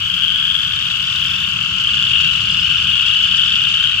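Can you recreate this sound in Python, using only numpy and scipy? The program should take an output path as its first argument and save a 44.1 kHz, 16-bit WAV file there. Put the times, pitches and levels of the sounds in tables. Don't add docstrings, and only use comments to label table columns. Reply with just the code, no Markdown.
import sys
import numpy as np
from scipy import signal
from scipy.fft import rfft, irfft, next_fast_len
from scipy.io import wavfile
from scipy.ndimage import uniform_filter1d, minimum_filter1d, map_coordinates

SR = 44100
rng = np.random.default_rng(int(sys.argv[2]) if len(sys.argv) > 2 else 0)


def generate_wav(sig):
    pcm = np.round(np.clip(np.atleast_2d(sig).T, -1, 1) * 32767).astype(np.int16)
    wavfile.write(sys.argv[1], SR, pcm)


N = 176400


def near_frogs():
    # start in seconds, pulse count, first and last gap in seconds, first and last pitch in Hz,
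    # relative level in dB, left over right in dB, extra third harmonic in dB.
    calls = [(0.0215, 15, 0.03977, 0.04246, 3220.0, 3280.0, -11.6, 9.0, 0),
             (0.1695, 15, 0.03721, 0.044, 3170.0, 3310.0, -12.0, 10.0, -2),
             (0.2808, 15, 0.0439, 0.045, 3070, 3690, -11.3, 7.0, 0),
             (0.8258, 8, 0.0427, 0.044, 3300, 3620, -12.1, 6.0, 0),
             (1.028, 12, 0.023, 0.0368, 3330, 3540, -14, 1.0, 11),
             (1.1612, 14, 0.02239, 0.02213, 3140.0, 3540.0, -13.3, 4.0, 0),
             (1.7565, 15, 0.04523, 0.04385, 3150, 3800, -10.3, 2.0, 0),
             (1.8075, 15, 0.03339, 0.03335, 2890.0, 3170.0, -9.8, 4.0, 0),
             (1.8893, 15, 0.02759, 0.02723, 2850.0, 2790.0, -9.9, 7.0, 0),
             (1.969, 15, 0.04116, 0.04849, 3270.0, 3340.0, -12.5, 2.0, 0),
             (2.1157, 15, 0.0436, 0.04274, 2600.0, 2990.0, -9.8, 8.0, 0),
             (2.475, 11, 0.0215, 0.0385, 3280, 3560, -15, 0.0, 13),
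             (2.5463, 15, 0.02549, 0.02949, 2870.0, 2960.0, -9.7, 6.0, 0),
             (2.6566, 15, 0.02241, 0.02666, 2560.0, 2700.0, -14, 8.0, 0),
             (2.7144, 15, 0.02807, 0.02907, 3130.0, 3250.0, -11.7, 6.0, 0),
             (2.7837, 10, 0.04511, 0.03619, 3350, 3750, -12.8, 3.0, 0),
             (3.0094, 15, 0.02174, 0.02564, 2710.0, 3120.0, -9.9, 7.0, -2),
             (3.0529, 15, 0.03147, 0.03571, 3250.0, 3570.0, -12.5, 4.0, 0),
             (3.1823, 14, 0.0238, 0.02333, 2910.0, 3200.0, -10, 7.0, 2),
             (3.287, 9, 0.027, 0.054, 3320, 3480, -14.5, 1.0, 12),
             (3.303, 15, 0.0438, 0.0437, 3150, 3760, -11.1, 4.0, -2),
             (3.4356, 15, 0.03021, 0.03245, 2920.0, 3080.0, -9.2, 7.0, 0)]
    # time in seconds, pitch in Hz, relative level in dB, left over right in dB.
    loud_pulses = [(0.2365, 3070, -6, 8.5), (0.454, 3200, -7.5, 8), (0.502, 3230, -9, 8.5),
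                   (0.552, 3250, -8, 8.5), (1.163, 3720, -8.5, 3), (1.8745, 3100, -4.5, 5),
                   (3.1587, 2960, -4.8, 8), (3.397, 3080, -5.5, 5), (3.495, 3130, -5, 5),
                   (3.541, 3050, -6, 6), (3.6195, 3050, -7, 7), (3.8417, 3180, -5.5, 6.5)]
    out = np.zeros((2, N))
    for *call, pan_db, third_db in calls:
        add_pulses(out, *trill(*call), pan_db, third_db)
    for *pulse, pan_db in loud_pulses:
        add_pulses(out, *np.reshape(pulse, (-1, 1, 1)), pan_db)
    return amp(-1.4) * out


def trill(start, pulses, first_gap, last_gap, first_hz, last_hz, level_db):
    swell_db, swell_pulses, pitch_scatter = 2, 2.5, .008
    count = int(round(pulses))
    k = np.arange(count)[:, None]
    detune, scatter_db = rng.standard_normal((count, 2)).T[..., None]
    gaps = np.linspace(first_gap, last_gap, count - 1)
    times = start + np.r_[0, np.cumsum(gaps)][:, None]
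    glide_hz = first_hz + (last_hz - first_hz) * k / (count - 1)
    levels_db = level_db - swell_db * np.exp(-k / swell_pulses) + scatter_db
    return times, glide_hz * (1 + pitch_scatter * detune), levels_db


def add_pulses(out, times, hz, level_db, pan_db, third_db=0):
    # level of a harmonic in dB, from the fundamental up. The second is the heard pitch.
    harmonics_db = [-20, 0, -25, -34, -37, -53, -54, -43]
    attack_s, release_s, sag_per_s = .004, .0027, 14
    sac_top_hz, sac_fall_db_per_hz, knock_db_per_hz, scatter_db = 3400, .022, .003, 2.5
    colour_db = harmonics_db + scatter_db * rng.standard_normal((len(times), len(harmonics_db)))
    above_sac_hz = hz[:, 0] - sac_top_hz
    colour_db[:, 0] += knock_db_per_hz * above_sac_hz
    colour_db[:, 1] = harmonics_db[1] - sac_fall_db_per_hz * np.maximum(above_sac_hz, 0)
    colour_db[:, 2] += third_db
    index = np.round(times * SR).astype(int) + np.arange(-int(attack_s * SR), int(release_s * SR))
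    inside = (index >= 0) & (index < N)
    lead_s = 1e-5 * pan_db + 4e-5 * rng.standard_normal()
    for channel, side in enumerate((.5, -.5)):
        t = index / SR - times + side * lead_s
        from_peak = np.clip(np.where(t < 0, t / attack_s, t / release_s), -1, 1)
        envelope = np.cos(np.pi / 2 * from_peak) ** 2
        phase = np.pi * hz * (t - sag_per_s * t * t / 2)
        tone = sum(amp(db[:, None]) * np.sin((h + 1) * phase + h * h) for h, db in enumerate(colour_db.T))
        out[channel, index[inside]] += (amp(level_db + side * pan_db) * envelope * tone)[inside]


def crowd(count=100, pulses=15):
    # time in seconds, centre pitch of the crowd in Hz.
    centre = [(0.0, 3030), (0.48, 3150), (1.2, 2830), (1.3, 3170), (1.46, 2870), (4.0, 2980)]
    spread_hz, rise_hz, fast_gap_s, slow_gap_s = 115, 190, .023, .046
    out = np.zeros((2, N))
    for i in range(count):
        slot, pace = rng.random(2)
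        pitch, level, place = np.clip(rng.standard_normal(3), -2, 2)
        start = (i + slot) / count * (N / SR + .5) - .5
        gap = fast_gap_s + pace * (slow_gap_s - fast_gap_s)
        hz = np.interp(start + pulses * gap / 2, *np.transpose(centre)) + spread_hz * pitch
        call = trill(start, pulses, gap, 1.08 * gap, hz - rise_hz / 2, hz + rise_hz / 2, 1.3 * level)
        add_pulses(out, *call, pan_db=6.2 + 2.2 * place)
    return unit(out)


def banks(calls):
    # frequency in Hz, seconds to die away by 60 dB.
    decay = [(1000, .25), (3000, .3), (12000, .12)]
    hz, t, noise = signal.stft(rng.standard_normal((2, SR // 2)), SR, nperseg=256)
    fade = amp(-60 * t / along(decay, hz)[:, None])
    _, tail = signal.istft(noise * fade, SR, nperseg=256)
    return signal.fftconvolve(calls, tail / np.linalg.norm(tail[0]), axes=1)[:, :N]


def far_frogs(chorus_level):
    # frequency in Hz, relative spectral level in dB.
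    murmur = [(330, -57), (560, -27), (822, -19), (957, -13.5), (1170, -4), (1370, 0), (1500, 0),
              (2000, -11), (2250, -5), (2920, -35), (4950, -120)]
    ring = [(1120, -55), (1900, -25), (2090, -26), (2680, -3), (2960, 1), (3290, -3), (3960, -23),
            (4100, -26), (5330, -56), (9020, -120)]
    sizzle = [(2350, -33), (4000, -3), (4590, 0), (5290, -5), (7420, -10), (10000, -30), (13000, -60),
              (22000, -120)]
    sheen = [(5880, -39), (10000, -9), (12200, 1), (13800, -8), (15100, -8), (15800, -11)]
    # time in seconds, relative level of the band in dB.
    murmur_level = [(0.0, -37), (1.29, -34.5), (4.0, -35.5)]
    sizzle_level = [(0.0, -41), (0.87, -39.5), (1.14, -37), (1.5, -39), (2.21, -37.5), (4.0, -38.5)]
    sheen_level = [(0.0, -54), (1.08, -55), (1.21, -52), (1.73, -58), (3.11, -57), (4.0, -60)]
    # frequency in Hz, then the value named alongside.
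    likeness = [(600, .55), (1400, .75), (3000, .6), (4500, .15), (9000, .1)]
    balance = [(700, 0), (1400, 4.7), (2900, 6), (4500, -2), (9000, 2)]
    left_lead = [(0, 0), (1380, 0.9), (2930, 7.9), (7410, 19.9), (9220, 19.8), (11200, 6.4), (15500, 15.1)]

    def band(spectrum, level, gain_db):
        return amp(gain_db + curve(level)) * wash(spectrum, likeness, balance)

    def flutter(depth_db):
        return unit(amp(depth_db * wobble(per_s=180)))

    overtones = flutter(depth_db=2.3) * band(sizzle, sizzle_level, gain_db=3)
    overtones += flutter(depth_db=2.4) * band(sheen, sheen_level, gain_db=3.2)
    body = band(murmur, murmur_level, gain_db=1.6) + band(ring, chorus_level, gain_db=-1.2)
    return filtered(body + overtones, lambda hz: np.exp(1j * np.outer([.5, -.5], along(left_lead, hz))))


def rumble():
    # time in seconds, relative level in dB.
    level = [(0.0, -38), (0.49, -38.5), (2.37, -33.5), (2.9, -34), (3.1, -37), (4.0, -37)]
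    # frequency in Hz, then the value named alongside.
    spectrum = [(13, -48), (22, -18), (74, 0), (118, 0), (180, -4), (273, -18), (560, -31), (730, -61),
                (1230, -120)]
    likeness = [(30, .88), (80, .97), (170, .93), (400, .65)]
    balance = [(60, -2.7), (160, -2), (400, 0)]
    hum_hz = 177 + 2.5 * wobble(per_s=8)
    hum = np.sin(2 * np.pi * np.cumsum(hum_hz) / SR) * amp(3 * wobble(per_s=6))
    return amp(1.2 + curve(level)) * wash(spectrum, likeness, balance) + amp(-47.5) * unit(hum)


def wash(spectrum, likeness, balance):
    def mid_side_gains(hz):
        width = np.arccos(np.clip(along(likeness, hz), -1, 1)) / 2
        return amp(along(spectrum, hz)) * [np.cos(width), np.sin(width)]

    mid, side = filtered(rng.standard_normal((2, N)), mid_side_gains)
    stereo = np.array([mid + side, mid - side])
    return unit(filtered(stereo, lambda hz: amp(np.outer([.5, -.5], along(balance, hz)))))


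def amp(db):
    return 10 ** (np.asarray(db) / 20)


def unit(x):
    return x / np.sqrt(np.mean(x ** 2) + 1e-20)


def along(points, hz):
    knots_hz, values = np.transpose(points)
    return np.interp(np.log(hz + 1), np.log(knots_hz + 1), values)


def curve(rows):
    return np.interp(np.arange(N) / SR, *np.transpose(rows))


def wobble(per_s):
    knots = rng.standard_normal(int(N * per_s / SR) + 4)
    return map_coordinates(knots, [np.arange(N) * per_s / SR])


def filtered(x, response):
    size = next_fast_len(N + SR // 2)
    return irfft(rfft(x, size) * response(np.fft.rfftfreq(size, 1 / SR)), size)[..., :N]


def scene():
    # time in seconds, relative level in dB.
    chorus_level = [(0.0, -21.5), (0.4, -19.3), (0.54, -21.3), (1.7, -20.7), (2.24, -18), (2.41, -20),
                    (2.65, -18.5), (4.0, -18)]
    frogs = near_frogs() + amp(-.7 + curve(chorus_level)) * crowd()
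    return frogs + amp(-9) * banks(frogs) + far_frogs(chorus_level) + rumble()


def record(dry):
    ceiling, limiter_s, low_cut_hz, top_hz = .88, .004, 30, 15850
    window = int(limiter_s * SR)
    needed_gain = ceiling / np.maximum(np.abs(dry).max(0), ceiling)
    gain = uniform_filter1d(minimum_filter1d(needed_gain, 2 * window), window)
    return filtered(dry * gain, lambda hz: hz / np.hypot(hz, low_cut_hz) * (hz < top_hz))


dry = scene()
out = record(dry)
generate_wav(out)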